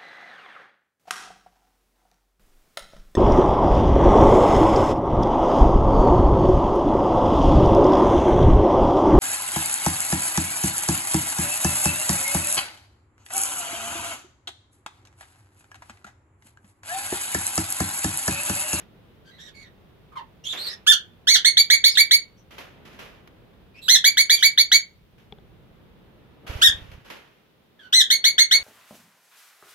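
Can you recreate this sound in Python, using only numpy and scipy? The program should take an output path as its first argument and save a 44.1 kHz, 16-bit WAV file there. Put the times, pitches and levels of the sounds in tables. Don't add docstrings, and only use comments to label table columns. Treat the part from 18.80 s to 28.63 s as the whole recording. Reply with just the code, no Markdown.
import sys
import numpy as np
from scipy import signal
from scipy.fft import rfft, irfft
from scipy.io import wavfile
from scipy.ndimage import uniform_filter1d, minimum_filter1d

SR = 44100
rng = np.random.default_rng(int(sys.argv[2]) if len(sys.argv) > 2 else 0)


def master(y):
    cut = np.clip(np.atleast_2d(y).T, -1, 1)
    pcm = np.round(cut * 32767)
    wavfile.write(sys.argv[1], SR, pcm.astype(np.int16))


N = 433503


def amp(db):
    return 10 ** (np.asarray(db) / 20)


def unit_rms(x):
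    return x / np.sqrt(np.mean(x ** 2) + 1e-20)


def at_hz(points, hz):
    return np.interp(np.log(hz), np.log(np.array(points)[:, 0]), np.array(points)[:, 1])


def add(out, start, x):
    i = round(start * SR)
    out[..., i:i + x.shape[-1]] += x[..., :N - i]


def pan(db):
    return amp([[db / 2], [-db / 2]])


def butterworth(x, order, hz, kind="low"):
    return signal.sosfilt(signal.butter(order, hz, kind, fs=SR, output="sos"), x)


def coloured(x, spectrum, tilt_db=0):
    hz = np.maximum(np.fft.rfftfreq(x.shape[-1], 1 / SR), 10)
    return irfft(rfft(x) * amp(at_hz(spectrum, hz) + tilt_db * np.log2(hz / 2000)), x.shape[-1])


# f/Hz, coefficient
CORRELATION = [(60, 0.64), (240, 0.57), (950, 0.24), (3770, -0.01), (15000, 0.02)]

def diffuse_noise():
    alike = np.clip(at_hz(CORRELATION, np.maximum(np.fft.rfftfreq(N, 1 / SR), 10)), 0, 1)
    mid, side = rfft(rng.standard_normal((2, N)))
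    return irfft(np.sqrt(1 + alike) * mid + np.sqrt(1 - alike) * side * [[1], [-1]], N)


# t/s, relative level/dB below 150 Hz, relative level/dB above
RUMBLE_LEVELS = [(0, -63.5, -59.5), (3.7, -63.5, -62), (4.0, -61, -55.5), (6.15, -65, -66.5),
                 (6.63, -58, -60.5), (7.64, -63.5, -58), (7.91, -48, -60), (8.65, -82.5, -66),
                 (9.53, -84, -57.5), (9.83, -54, -73)]
# f/Hz, relative level/dB
RUMBLE_SPECTRUM = [(15, -36), (25, -7.5), (53, 0), (184, -3.5), (280, -9), (313, -7.5), (456, -8.5),
                   (777, -15.5), (3670, -27), (5000, -46), (6500, -75), (11000, -120)]
# f/Hz, relative level/dB
HISS_SPECTRUM = [(530, -45), (900, -7), (1390, -3.5), (1670, -9.5), (1820, -5), (3410, -1.5), (7780, -18.5),
                 (15000, -10.5), (16300, -19)]

def background():
    times, low_db, upper_db = np.transpose(RUMBLE_LEVELS)
    t = np.arange(N) / SR
    rumble = coloured(diffuse_noise(), RUMBLE_SPECTRUM)
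    low = unit_rms(butterworth(rumble, 2, 150)) * amp(np.interp(t, times, low_db))
    upper = unit_rms(butterworth(rumble, 2, 150, "high")) * amp(np.interp(t, times, upper_db))
    hiss = coloured(rng.standard_normal((2, N)), [(300, -23)] + list(HISS_SPECTRUM))
    return pan(-0.73) * amp(2.5) * (low - upper) + amp(-69.5) * unit_rms(hiss)


# f/Hz, relative level/dB, T60/s
WOOD_MODES = [(190, -5, .07), (420, -4, .05), (800, -4, .03), (1500, -8, .011), (2300, -8, .009),
              (3400, 0, .011)]
# t/s, level/dB
WOOD_KNOCKS = [(6.524, -32.5), (6.585, -45.5)]

def wood_knocks():
    out, t = np.zeros((2, N)), np.arange(SR // 8) / SR
    hz, mode_db, t60 = np.transpose(WOOD_MODES)[:, :, None]
    for start, db in WOOD_KNOCKS:
        decay = amp(db + mode_db + rng.normal(0, 2.3, hz.shape) - 60 * t / t60)
        modes = decay * np.sin(2 * np.pi * hz * t)
        add(out, start, pan(5.2) * (1 - np.exp(-t / .0003)) * modes.sum(axis=0))
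    return out


# t/s, level/dB
DOWNSTROKES = [(7.703, -27), (7.76, -27.5), (7.829, -52.5), (7.897, -34), (7.954, -35.5), (8.024, -38.5),
               (8.095, -40), (8.151, -40)]

def wings():
    out, t = np.zeros((2, N)), np.arange(-1500, 1500) / SR
    down_hz, up_hz, up_delay_s, up_db = 64, 100, .031, -43
    for beat, down_db in DOWNSTROKES:
        for centre, hz, db in ((beat, down_hz, down_db), (beat + up_delay_s, up_hz, up_db)):
            pulse = 1.62 * np.sin(2 * np.pi * hz * t) * np.exp(-(2.74 * hz * t) ** 2)
            add(out, centre + t[0], pan(-5.5) * amp(db) * pulse)
    rise_s, hold_s, fade_db_per_s = 0.098, 0.095, 65
    since = np.arange(N) / SR - DOWNSTROKES[0][0]
    swell = np.clip(1 + since / rise_s, 0, 1) * amp(-47.5 - fade_db_per_s * np.maximum(since - hold_s, 0))
    rush = butterworth(diffuse_noise(), 2, [70, 700], "band")
    return out + unit_rms(rush) * swell


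# f/Hz, relative level/dB
MESH_SPECTRUM = [(88, -27), (150, 3.5), (414, 4.5), (578, 3), (759, -2), (1170, -3.5), (1260, -3.5),
                 (2980, -8.5), (4080, -18.5), (6260, -26), (8730, -39.5), (11000, -33), (14200, -37),
                 (16000, -53.5)]
# t/s, level/dB, T60/s
GRIPS = [(0, -47.5, 0.2), (1.732, -35.5, 0.65), (1.851, -43.5, 0.55), (3.706, -47.5, 1.3),
         (3.781, -37, .43), (4.051, -48, 0.84), (4.128, -51, .69), (4.189, -40, 0.72), (4.475, -48, 0.056),
         (6.38, -58.5, .66), (7.665, -38.5, 2.5), (8.115, -47.5, 0.34), (8.245, -49.5, 1.7),
         (8.3, -37.5, .48), (9.74, -39.5, 0.61)]

def mesh_rattle():
    out, t = np.zeros((2, N)), np.arange(1 << 15) / SR
    for start, db, t60 in GRIPS:
        clumps = amp(0.71 * unit_rms(uniform_filter1d(rng.standard_normal(len(t)), size=400)))
        clicks = rng.standard_normal((3, len(t))) * amp(2.2 * rng.standard_normal((3, len(t))))
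        clicks = clicks[:2] + 0.48 * clicks[2]
        shower = unit_rms(coloured(clicks, MESH_SPECTRUM, tilt_db=4))
        body = butterworth(shower, 1, 3000)
        treble = (shower - body) * amp(-30 * t / t60)
        fade = (1 - np.exp(-t / (0.0015 * t60))) * np.cos(np.pi / 2 * t / t[-1])
        add(out, start, amp(db - 60 * t / t60) * fade * clumps * pan(-1.5) * (body + treble))
    return out


# f/Hz, T60/s
REVERB_TIMES = [(500, 0.16), (2000, 0.17), (4500, 0.11), (9000, 0.092), (15000, 0.017)]

def reverberation(x, stretch, late_db, onset_s):
    t, response = np.arange(SR // 2) / SR, 0
    density = np.clip(.03 + (t / .03) ** 2, 0, 1)
    arrivals = rng.standard_normal((2, len(t))) * (rng.random((2, len(t))) < density) / np.sqrt(density)
    onset = 1 - np.exp(-(t / onset_s) ** 2)
    for k, low_hz in enumerate(250 * 2. ** np.arange(0, 6, .5)):
        t60 = stretch * at_hz(REVERB_TIMES, low_hz)
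        decay = amp(-60 * t / t60) + amp(late_db - 60 * t / (2.8 * t60))
        band = butterworth(arrivals, 2, [low_hz, np.sqrt(2) * low_hz], "band") * decay * onset
        even = np.sqrt(low_hz / np.sum(band ** 2, axis=1, keepdims=True))
        response = response + (-1) ** k * even * band
    response /= np.sqrt(np.sum(response ** 2, axis=1, keepdims=True))
    return signal.fftconvolve(x, response, axes=1)[:, :N]


# f/Hz, gain/dB
VOCAL_TRACT = [(900, -18), (1400, -8.5), (2250, -10), (2750, -10.5), (3300, 2), (4500, -3.5), (5100, -16.5),
               (5900, -7), (7000, -14.5), (9000, -21.5), (13000, -21), (16500, -37.5)]

def note(length, start_hz, top_hz, rise_s, fall_hz, hoarse, tilt_db=0):
    t = np.arange(round(length * SR)) / SR
    slow, fast = (unit_rms(uniform_filter1d(rng.standard_normal(8000), n))[:len(t)] for n in (160, 30))
    hz = top_hz - (top_hz - start_hz) * np.exp(-t / rise_s) - fall_hz * (t / length) ** 5.1
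    rasp = hoarse + .15 * np.exp(-t / .008) + .5 * fall_hz / top_hz * (t / length) ** 6
    hz = hz * (1 + .003 * slow + .12 * rasp * fast)
    order = np.arange(1, 15)[:, None]
    opening_db = -12 * np.exp(-(t / 0.0086) ** 2) * (order > 2)
    turn_db = rng.normal(0, 2, (14, 1))
    harmonic_db = at_hz(VOCAL_TRACT, order * hz) + tilt_db * np.log2(order) + opening_db + turn_db
    phase = 2 * np.pi * np.cumsum(hz) / SR
    tone = np.sum(amp(harmonic_db) * (order * hz < 17500) * np.sin(order * phase), axis=0)
    swell = (1 - np.exp(-(t / 0.0033) ** 2)) * np.clip((length - t) / 0.0037, 0, 1)
    breath_db = -3 * np.exp(-t / 0.011)
    flutter_db = 8 * rasp * slow[::-1]
    return swell * amp(flutter_db + breath_db) * unit_rms(tone)


# t/s, duration/s, start f/Hz, target f/Hz, final fall/Hz, level/dB, tilt/(dB per octave)
DISTANT_CALLS = [ (0.443, .06, 1448, 1607, 50, -57, -5.5), (0.505, 0.074, 1900, 2020, 50, -59.5, -9),
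                 (0.581, .11, 1620, 1990, 400, -48, -4.5), (0.738, 0.099, 2270, 2226, 30, -53, -7.5),
                 (0.809, 0.068, 2150, 1920, 100, -56, -11), (1.316, 0.02, 1440, 1090, 51.5, -49, -20),
                 (1.354, 0.046, 1255, 930, 61, -36.5, -16.5), (1.636, 0.096, 2616, 3750, 400, -33.5, -2.5),
                 (1.767, 0.12, 3390, 4550, 869, -34.5, 1.5), (1.863, 0.072, 3586, 5300, 50, -35.5, -13),
                 (1.862, 0.072, 1864, 1938, 149, -45, -8.5), (3.081, 0.08, 4820, 5300, 2313, -35, -5),
                 (3.566, .038, 5820, 5950, 303, -66, -5.5), (4.269, 0.025, 1690, 1670, 30, -59.5, -40),
                 (4.94, 0.056, 2320, 2690, 50, -51, -12), (5.015, 0.068, 4130, 3855, 30, -44.5, 4),
                 (5.531, .1, 4700, 2993, 90, -36, 0), (8.988, 0.089, 1763, 1468, 60, -54.5, -11.5)]

def far_birds():
    voice = np.zeros((1, N))
    for start, length, start_hz, target_hz, fall_hz, db, tilt_db in DISTANT_CALLS:
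        call = note(length, start_hz, target_hz, .26 * length, fall_hz, hoarse=.4, tilt_db=tilt_db)
        add(voice, start, amp(db) * call)
    return amp(-6) * voice + pan(-4) * reverberation(voice, stretch=1, late_db=-30, onset_s=.002)


# from t/s, left-right level difference/dB, lag of the left side/ms
NEAR_PERCHES = [(0, -3.5, .11), (4, -2, .06), (7, -.5, .39), (9, -.6, -.38)]
# t/s, duration/s, top f/Hz, rise time constant/s, final fall/Hz, level/dB
LONG_CALLS = [(2.064, 0.067, 1825, 0.0091, 489, -11), (2.469, 0.096, 2390, 0.022, 1073, -13),
              (5.08, 0.084, 2200, .015, 647, -11), (7.813, .069, 1920, .011, 411.5, -10),
              (9.124, 0.097, 2087, 0.01, 549, -13)]
# t/s, duration/s, top f/Hz, rise time constant/s, level/dB
CHATTER_NOTES = [(2.645, 0.041, 2218, 0.0069, -9), (2.768, 0.042, 2301, 0.007, -10),
                 (2.899, 0.041, 2271, 0.0064, -6.5), (3.038, 0.039, 2258, 0.0058, -6),
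                 (3.17, 0.047, 2310, 0.009, -9.5), (3.308, 0.049, 2259, 0.0061, -10.5),
                 (5.24, 0.046, 2320, 0.0096, -11), (5.369, 0.051, 2277, 0.009, -12.5),
                 (5.494, 0.057, 2338, 0.0091, -13), (5.623, .05, 2305, 0.0091, -10.5),
                 (5.774, .048, 2274, .0085, -11.5), (5.915, 0.052, 2276, .009, -10),
                 (9.3, 0.049, 2222, 0.0083, -13), (9.439, 0.053, 2244, 0.0084, -12.5),
                 (9.579, .048, 2191, 0.0079, -11), (9.709, 0.056, 2265, 0.012, -12)]

def near_bird():
    direct = np.zeros((2, N))
    start_ratio, chatter_fall_hz = 0.56, 50
    chatter = [(*row, chatter_fall_hz, db) for *row, db in CHATTER_NOTES]
    for start, length, top_hz, rise_s, fall_hz, db in LONG_CALLS + chatter:
        pan_db, lag_ms = [perch for since, *perch in NEAR_PERCHES if since <= start][-1]
        call = note(length, start_ratio * top_hz, top_hz, rise_s, fall_hz, hoarse=.05)
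        left, right = amp(db) * pan(pan_db) * call
        add(direct[0], start + lag_ms / 1000, left)
        add(direct[1], start, right)
    reflected = reverberation(direct, stretch=1.13, late_db=-34, onset_s=0.00061)
    return amp(-1.6) * direct + amp(-2.5) * reflected


def scene():
    return background() + wood_knocks() + wings() + mesh_rattle() + far_birds() + near_bird()


def record(dry):
    stopband_hz, ceiling = 16650, .95
    lowpass = signal.cheby2(16, 70, stopband_hz, fs=SR, output="sos")
    peaks = np.max(np.abs(signal.sosfilt(lowpass, dry)), axis=0)
    allowed_gain = np.minimum(ceiling / (peaks + 1e-9), 1)
    gain = uniform_filter1d(minimum_filter1d(allowed_gain, size=265), size=265)
    return signal.sosfilt(lowpass, dry * gain)


dry = scene()
out = record(dry)
master(out)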